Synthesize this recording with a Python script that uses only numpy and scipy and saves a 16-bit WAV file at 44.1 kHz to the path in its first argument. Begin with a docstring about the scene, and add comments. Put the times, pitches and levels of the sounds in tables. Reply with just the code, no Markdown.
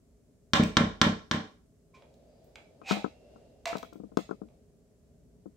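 """A spatula is knocked four times on a bowl rim: each knock is a noise crack plus short ringing modes.
The bowl rocks on a wooden counter; every landing excites the counter's low modes.
The spatula goes back into a tin can of thick soup: noise slips through the can's resonances scrape,
unsteady sines squeal, shaped noise rubs. Close on the left, dull modal bumps rebound.
A quiet kitchen adds noise-tail reverberation, low rumble and hum that rise and fall, and faint hiss."""
import sys
import numpy as np
from scipy import signal
from scipy.fft import rfft, irfft
from scipy.io import wavfile
from scipy.ndimage import uniform_filter1d

SR = 44100
rng = np.random.default_rng(int(sys.argv[2]) if len(sys.argv) > 2 else 0)


def int16_out(signal):
    """Quantize to a 16-bit WAV file."""
    q = np.round(np.clip(np.atleast_2d(signal).T, -1, 1) * 32767)
    wavfile.write(sys.argv[1], SR, q.astype(np.int16))


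N = 245548

# spatula on bowl rim [t/s, level/dB, treble tilt/(dB/octave), room/dB, delay to bowl landing/s, landing/dB]
KNOCKS = [(0.5346, -2.5, -0.5, 7, .0622, 2.5), (0.7693, 1, -2, 1, 0.038, -0.5), (1.0151, 1, -1, 2, .05, -2),
          (1.3124, -7, -1.5, 3.5, 0.032, -8)]
# knock crack spectrum [f/Hz, level/dB]
CRACK = [(80, -9.5), (170, 0.5), (450, -28.5), (850, -4.5), (1080, 0.5), (1280, -3.5), (1900, -4),
         (2500, -13), (3750, 1.5), (4250, -5.5), (5500, -7.5), (7700, -17.5), (9000, -30), (15000, -44)]
# bowl modes [f/Hz, level/dB, t60/s]
BOWL_MODES = [(290, -4.5, 0.077), (564, -16, 0.08), (767, -17, 0.21), (1017, 0, 0.031), (1060, -1, 0.027),
              (1330.4, -2, .045), (1560, -0.5, .05), (1755, -13, 0.078), (2059, -14, .035),
              (3570, -4, 0.017), (5536, -4.5, 0.027)]
# wooden counter modes [f/Hz, level/dB, t60/s]
COUNTER_MODES = [(47.62, -27, 0.7), (72.5, -28.5, 0.46), (103.8, -19, 0.28), (168.1, -8, 0.25),
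                 (201.6, -9, .2), (222.9, 3.5, 0.053), (302.4, -14, 0.22), (423, -9.5, .07),
                 (614, -12.5, .06)]
# the bowl lands, then rocks to rest in even, weakening steps; push is relative to the knock
PUSH_DB, ROCK_S, ROCK_LOSS_DB = -3, .0305, 11

# blade friction spectrum on tin [f/Hz, level/dB]
FRICTION = [(150, -26.5), (500, -13), (900, -7), (1600, -8.5), (2500, -5.5), (4000, -5), (5200, -7.5),
            (8000, -14), (9500, -29), (15000, -31.5)]
# can resonances [f/Hz, width/Hz, level/dB]
CAN_RESONANCES = [(667.6, 250, 9.1), (970, 62, 1.2), (2341, 250, 7), (3330, 51, 5.3), (3840, 87, 6.1)]
# blade catching rim or lid [t/s, level/dB, treble tilt/(dB/octave)]
TICKS = [(0.636, -25.5, 3), (2.023, -46, -7), (2.141, -60.5, 8), (2.444, -49, 24), (2.557, -37.5, -1),
         (2.817, -48, -7.5), (3.043, -48.5, 3), (3.6565, -20.5, 0), (3.77, -39.5, 8), (3.783, -38.5, 5),
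         (3.829, -42.5, 5), (3.932, -50, 9.5), (4.172, -28.5, 3), (4.31, -54.5, 2.5), (4.487, -59, -5.5)]
TICK_RISE_S, TICK_FALL_S = 0.00058, 0.0029
# blade dragging over tin
# [peak t/s, rise/s, fall/s, rasp level/dB, low note f/Hz, level/dB, high note f/Hz, level/dB]
DRAGS = [(1.951, 0.0069, 0.033, -59, 1039, -55.5, 2300, -58.5),
         (2.923, 0.037, 0.0099, -28, 784, -43, 2507, -36.5),
         (3.675, .009, 0.037, -36, 675.7, -28.5, 2340, -42)]
NOTE_UNSTEADY = 0.055  # rms pitch wobble, share of pitch
# thin whistles while the can is wiped [peak t/s, level/dB, f/Hz]
WHISTLES = [(2.33, -80, 4800), (3.06, -69.5, 2734), (3.35, -78.5, 2780)]
WHISTLE_RISE_S, WHISTLE_FALL_S, WHISTLE_UNSTEADY = 0.065, 0.21, 0.029
# level of the blade sweeping through soup [t/s, level/dB]
SWEEP = [(0, -79.5), (1.8, -84.5), (2.0, -64), (2.45, -62), (3.1, -63), (3.35, -57.5), (3.6, -64.5),
         (4.55, -67), (4.7, -75)]
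# hollow spectrum of that sweep [f/Hz, level/dB]
HOLLOW = [(150, -22), (300, -5.5), (450, 0.5), (640, 2.5), (800, -12), (1100, -25.5), (2000, -26),
          (5000, -26.5), (15000, -50.5)]

# dull bumps on the left [t/s, level/dB, treble tilt/(dB/octave)]
BUMPS = [(2.815, -20.5, 10.5), (2.9093, 2, 10.5), (2.968, -11.5, 5), (3.0435, -1.5, 8), (3.358, -25.5, 5.5),
         (3.728, -8, 13.5), (3.753, -5.5, 9), (3.829, -12.5, 13), (3.925, -22.5, 7), (3.955, -22.5, 0),
         (3.999, -21.5, -2.5), (4.035, -21.5, -1.5), (4.117, -26, 1), (4.1712, 1.5, 7), (4.291, -16.5, 6),
         (4.3098, -7.5, 6), (4.416, -16.5, 0), (5.457, -23, -2.5)]
# nominal bump modes, before pitch scatter and damping [f/Hz, level/dB, t60/s]
BUMP_MODES = [(209, -6, 0.08), (299.5, 9.5, 0.024), (418, 7, 0.017), (628, -7.5, 0.025), (1052, -4, 0.01),
              (1295, -15.5, 0.026), (1540, -21, 0.015)]
# low boom after the firmest bump [f/Hz, level/dB, t60/s]
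BOOM = [(204, -18, 0.21)]
# each rebound is weaker and duller; firmer bumps die sooner
REBOUND_S, REBOUND_LOSS_DB, REBOUND_DULLING_DB_PER_OCTAVE, DAMPING_PER_DB = 0.016, 10.5, 2, .012

# room decay [f/Hz, t60/s]
ROOM_T60 = [(100, 0.26), (400, .38), (3200, 0.33), (5500, 0.41), (8000, .33), (14000, 0.24)]
# room spectrum [f/Hz, level/dB]
ROOM_COLOUR = [(100, -13), (250, -4), (550, 8), (1100, -2), (2500, 0), (5500, -10), (8000, -4.5),
               (14000, 3)]
# room left-right likeness [f/Hz, likeness]
ROOM_SAME = [(100, 0.919), (300, 0.79), (600, 0.41), (1200, .1), (3000, 0.048)]

# rumble, hum and hiss spectrum [f/Hz, level/dB]
BACKGROUND = [(15, -41.5), (25, -10.5), (59, 1.5), (86, -5.5), (178, -5), (204, -10.5), (233, -3.5),
              (349, -18.5), (421, -5.5), (457, -19.5), (648, -19), (762, -34), (3530, -43.5), (7300, -37),
              (15500, -49)]
BACKGROUND_DB = -60  # rms before LOW_LEVEL
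# background left-right likeness [f/Hz, likeness]
BACKGROUND_SAME = [(100, 0.89), (300, .8), (700, .6), (2000, 0.016), (12000, 0.01)]
# low rumble and hum, rising and falling; near 5.25 s a soft handling rumble, spatula on bowl or hand
# [t/s, level/dB]
LOW_LEVEL = [(0, -2.5), (1.7, -2.5), (2.5, -2.5), (4.5, 0.5), (5.0, -3), (5.25, 0.5), (5.57, -1)]

EDGE_HZ = 15900  # upper band limit


def knocks(crack_db=6, ring_db=-21, chatter_db=-16, chatter_s=0.004, room_db=-3, left_db=-2.0):
    """A blow is a sharp push, milliseconds of decaying chatter, and a short bowl ring damped by the soup."""
    out = np.zeros((2, N))
    t = np.arange(SR // 2) / SR
    contact = gain_of(chatter_db) * pair(ROOM_SAME, len(t)) * np.exp(-t / chatter_s)
    contact[:, 0] -= 1  # push common to both channels
    for s, db, tilt_db, wet_db, *_ in KNOCKS:
        crack = gain_of(crack_db) * convolve(contact, colour(CRACK, tilt_db))
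        blow = crack + gain_of(ring_db) * ring(BOWL_MODES, tilt_db)
        add(out, s, gain_of(db) * (blow + gain_of(room_db + wet_db) * kitchen(blow)))
    return out * gain_of([[left_db], [0]])


def thuds(thud_db=-14, soft_s=0.0013, room_db=-7, count=3):
    """The bowl's foot softly excites counter modes at the blow, then at each landing as it rocks."""
    out = np.zeros(N)
    t = np.arange(SR // 2) / SR
    boom = ring(COUNTER_MODES) * (1 - np.exp(-t / soft_s))
    for s, db, _, _, tipped_s, landing_db in KNOCKS:
        add(out, s, gain_of(db + PUSH_DB) * boom)
        for k in range(count):
            add(out, s + tipped_s + k * ROCK_S, gain_of(landing_db - k * ROCK_LOSS_DB) * boom)
    return gain_of(thud_db) * (out + gain_of(room_db) * kitchen(out))


def can(direct_db=-4, room_db=-3, squeal_room_db=-8, left_db=-2):
    """Scrapes and squeals, direct and reverberant, over the hollow rub of the blade in soup."""
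    rasp, notes = scrapes(), squeals()
    reflected = kitchen(gain_of(room_db) * rasp + gain_of(squeal_room_db) * notes)
    heard = gain_of(direct_db) * rasp + notes + reflected
    rub = level(SWEEP) * evened(convolve(pair(BACKGROUND_SAME, N), colour(HOLLOW)))
    return heard * gain_of([[left_db], [0]]) + rub


def scrapes(grain_db=3, drag_tilt_db=0.0):
    """Dense uneven slips of the blade, swelling and dying, excite the tin's resonances."""
    out = np.zeros(N)
    t = np.arange(-SR // 8, SR // 4) / SR
    strokes = [(s, TICK_RISE_S, TICK_FALL_S, db, tilt_db) for s, db, tilt_db in TICKS]
    strokes += [(s, rise, fall, db, drag_tilt_db) for s, rise, fall, db, *_ in DRAGS]
    for s, rise, fall, db, tilt_db in strokes:
        grain = gain_of(grain_db * np.minimum(rng.exponential(1, len(t)), 4))
        slips = evened(rng.standard_normal(len(t)) * grain)
        rasp = convolve(slips * stroke(t, rise, fall), colour(FRICTION, tilt_db, CAN_RESONANCES))[0]
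        add(out, s + t[0], gain_of(db) * rasp)
    return out


def squeals(lead=.55, swell=1.01):
    """Uneven grip shakes the pitch of short sines; drag notes peak ahead of the rasp by a share of its rise."""
    out = np.zeros(N)
    t = np.arange(-SR // 4, SR * 3 // 4) / SR
    notes = [(s, db, WHISTLE_RISE_S, WHISTLE_FALL_S, hz, WHISTLE_UNSTEADY) for s, db, hz in WHISTLES]
    for s, rise, fall, _, low_hz, low_db, high_hz, high_db in DRAGS:
        for hz, db in [(low_hz, low_db), (high_hz, high_db)]:
            notes.append((s - lead * rise, db, swell * rise, fall, hz, NOTE_UNSTEADY))
    for s, db, rise, fall, hz, unsteady in notes:
        shake = evened(uniform_filter1d(rng.standard_normal(len(t)), size=50))
        cycles = np.cumsum(hz * (1 + unsteady * shake)) / SR
        add(out, s + t[0], gain_of(db) * stroke(t, rise, fall) * np.sin(2 * np.pi * cycles))
    return out


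def stroke(t, rise, fall):
    """Pressure builds smoothly up to t = 0, then dies exponentially."""
    return np.exp(np.where(t < 0, -(t / rise) ** 2, -t / fall))


def bumps(bump_db=-11, low_hz=150, dull_hz=1600, echo_s=0.00491, echo_db=-9, right_db=-16, count=3):
    """Soft contacts rebound, each with one early echo; the right gets a faint smeared copy."""
    out = np.zeros(N)
    for s, db, tilt_db in BUMPS:
        for k in range(count):
            at = s + k * REBOUND_S
            contact = bump(db - k * REBOUND_LOSS_DB, tilt_db - k * REBOUND_DULLING_DB_PER_OCTAVE)
            sound = gain_of(bump_db) * contact
            add(out, at, sound)
            add(out, at + echo_s * rng.uniform(.8, 1.2), gain_of(echo_db) * sound)
    firmest = max(BUMPS, key=lambda row: row[1])
    add(out, firmest[0] + echo_s, ring(BOOM))
    out = signal.sosfilt(signal.butter(8, dull_hz, fs=SR, output="sos"), out)
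    out = signal.sosfilt(signal.butter(2, low_hz, "high", fs=SR, output="sos"), out)
    smear = rng.standard_normal(SR // 50) * np.exp(-np.linspace(0, 4, SR // 50))
    right = gain_of(right_db) * convolve(out, smear / np.linalg.norm(smear))[0]
    return np.array([out, right])


def bump(db, tilt_db, soft_s=0.00078, scatter=0.085):
    """One soft contact excites damped modes, their pitches scattered each time."""
    t = np.arange(SR // 2) / SR
    modes = [(hz * (1 + scatter * rng.uniform(-1, 1)), mode_db, t60) for hz, mode_db, t60 in BUMP_MODES]
    contact_s = soft_s * gain_of(-db / 2)  # lighter touch presses in more slowly
    ringing = ring(modes, tilt_db, np.exp(-DAMPING_PER_DB * db))
    return gain_of(db) * ringing * (1 - np.exp(-t / contact_s))


def kitchen(x, gap_s=0.002, build_s=0.0067):
    """Reflections thicken over the first milliseconds, then each band dies at its own speed."""
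    hz, t, z = signal.stft(pair(ROOM_SAME, SR * 3 // 4), SR, nperseg=256)
    decay = np.exp(-np.log(1000) * t / read(ROOM_T60, hz)[:, None])
    tail = signal.istft(z * gain_of(read(ROOM_COLOUR, hz))[:, None] * decay, SR)[1]
    since_gap_s = np.maximum(np.arange(tail.shape[1]) / SR - gap_s, 0)
    tail = tail * (1 - np.exp(-since_gap_s / build_s))
    return convolve(x, tail / np.linalg.norm(tail[0]))


def background(split_hz=700, hiss_db=0):
    """Shaped noise: low rumble and hum, rising and falling, under a faint even hiss."""
    noise = convolve(pair(BACKGROUND_SAME, N + SR), colour(BACKGROUND))[:, SR:]  # drop filter start-up
    air = gain_of(BACKGROUND_DB) * evened(noise)
    low = signal.sosfiltfilt(signal.butter(2, split_hz, fs=SR, output="sos"), air)
    return low * level(LOW_LEVEL) + gain_of(hiss_db) * (air - low)


def gain_of(db):
    """Decibels to amplitude factor."""
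    return 10 ** (np.asarray(db) / 20)


def evened(x):
    """Scales to an rms of 1."""
    return x / np.sqrt(np.mean(x ** 2) + 1e-20)


def read(points, hz):
    """Interpolates a spectrum table over log frequency."""
    f, value = np.transpose(points)
    return np.interp(np.log(hz + 1), np.log(f + 1), value)


def level(curve):
    """A curve in dB as a gain for every sample."""
    return gain_of(np.interp(np.arange(N) / SR, *np.transpose(curve)))


def add(mix, s, sound):
    """Mixes a sound in at time s, in seconds."""
    part = mix[..., max(round(s * SR), 0):][..., :sound.shape[-1]]
    part += sound[..., :part.shape[-1]]


def convolve(x, response):
    """Convolves along time and keeps the length of x."""
    return signal.fftconvolve(np.atleast_2d(x), np.atleast_2d(response), axes=1)[:, :x.shape[-1]]


def colour(spectrum, tilt_db=0, peaks=(), size=4096):
    """Causal minimum-phase response of unit energy: a tilted spectrum with resonances on top."""
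    hz = np.abs(np.fft.fftfreq(size, 1 / SR))
    gain = gain_of(read(spectrum, hz) + tilt_db * np.log2(np.maximum(hz, 500) / SR))
    resonance = sum(gain_of(db) ** 2 / (1 + (2 * (hz - f) / width) ** 2) for f, width, db in peaks)
    gain = gain * np.sqrt(1 + resonance)
    response = np.fft.ifft(np.exp(np.conj(signal.hilbert(np.log(gain))))).real[:size // 2]
    return response / np.linalg.norm(response)


def ring(modes, tilt_db=0, stretch=1):
    """Modes are dying sines; tilt pivots on their median frequency, stretch scales t60."""
    t = np.arange(SR // 2) / SR
    centre_hz = np.median([m[0] for m in modes])
    out = np.zeros(len(t))
    for hz, db, t60 in modes:
        decay = np.exp(-np.log(1000) * t / (t60 * stretch))
        out += gain_of(db + tilt_db * np.log2(hz / centre_hz)) * np.sin(2 * np.pi * hz * t) * decay
    return out


def pair(likeness, count):
    """Two white noises, alike by the given amount at each frequency."""
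    a, b = rfft(rng.standard_normal((2, count)))
    same = np.clip(read(likeness, np.fft.rfftfreq(count, 1 / SR)), -1, 1)
    return irfft(np.array([a, same * a + np.sqrt(1 - same ** 2) * b]), count)


def scene():
    """Bowl, counter, can, bumps and kitchen background together."""
    return knocks() + thuds() + can() + bumps() + background()


def record(dry, low_cut_hz=42):
    """The low cut of the microphones, then the upper band limit."""
    heard = signal.sosfilt(signal.butter(4, low_cut_hz, "high", fs=SR, output="sos"), dry)
    band_limit = signal.firwin(511, EDGE_HZ, window=("kaiser", 9), fs=SR)
    return signal.oaconvolve(heard, band_limit[None], "same")


dry = scene()
out = record(dry)
int16_out(out)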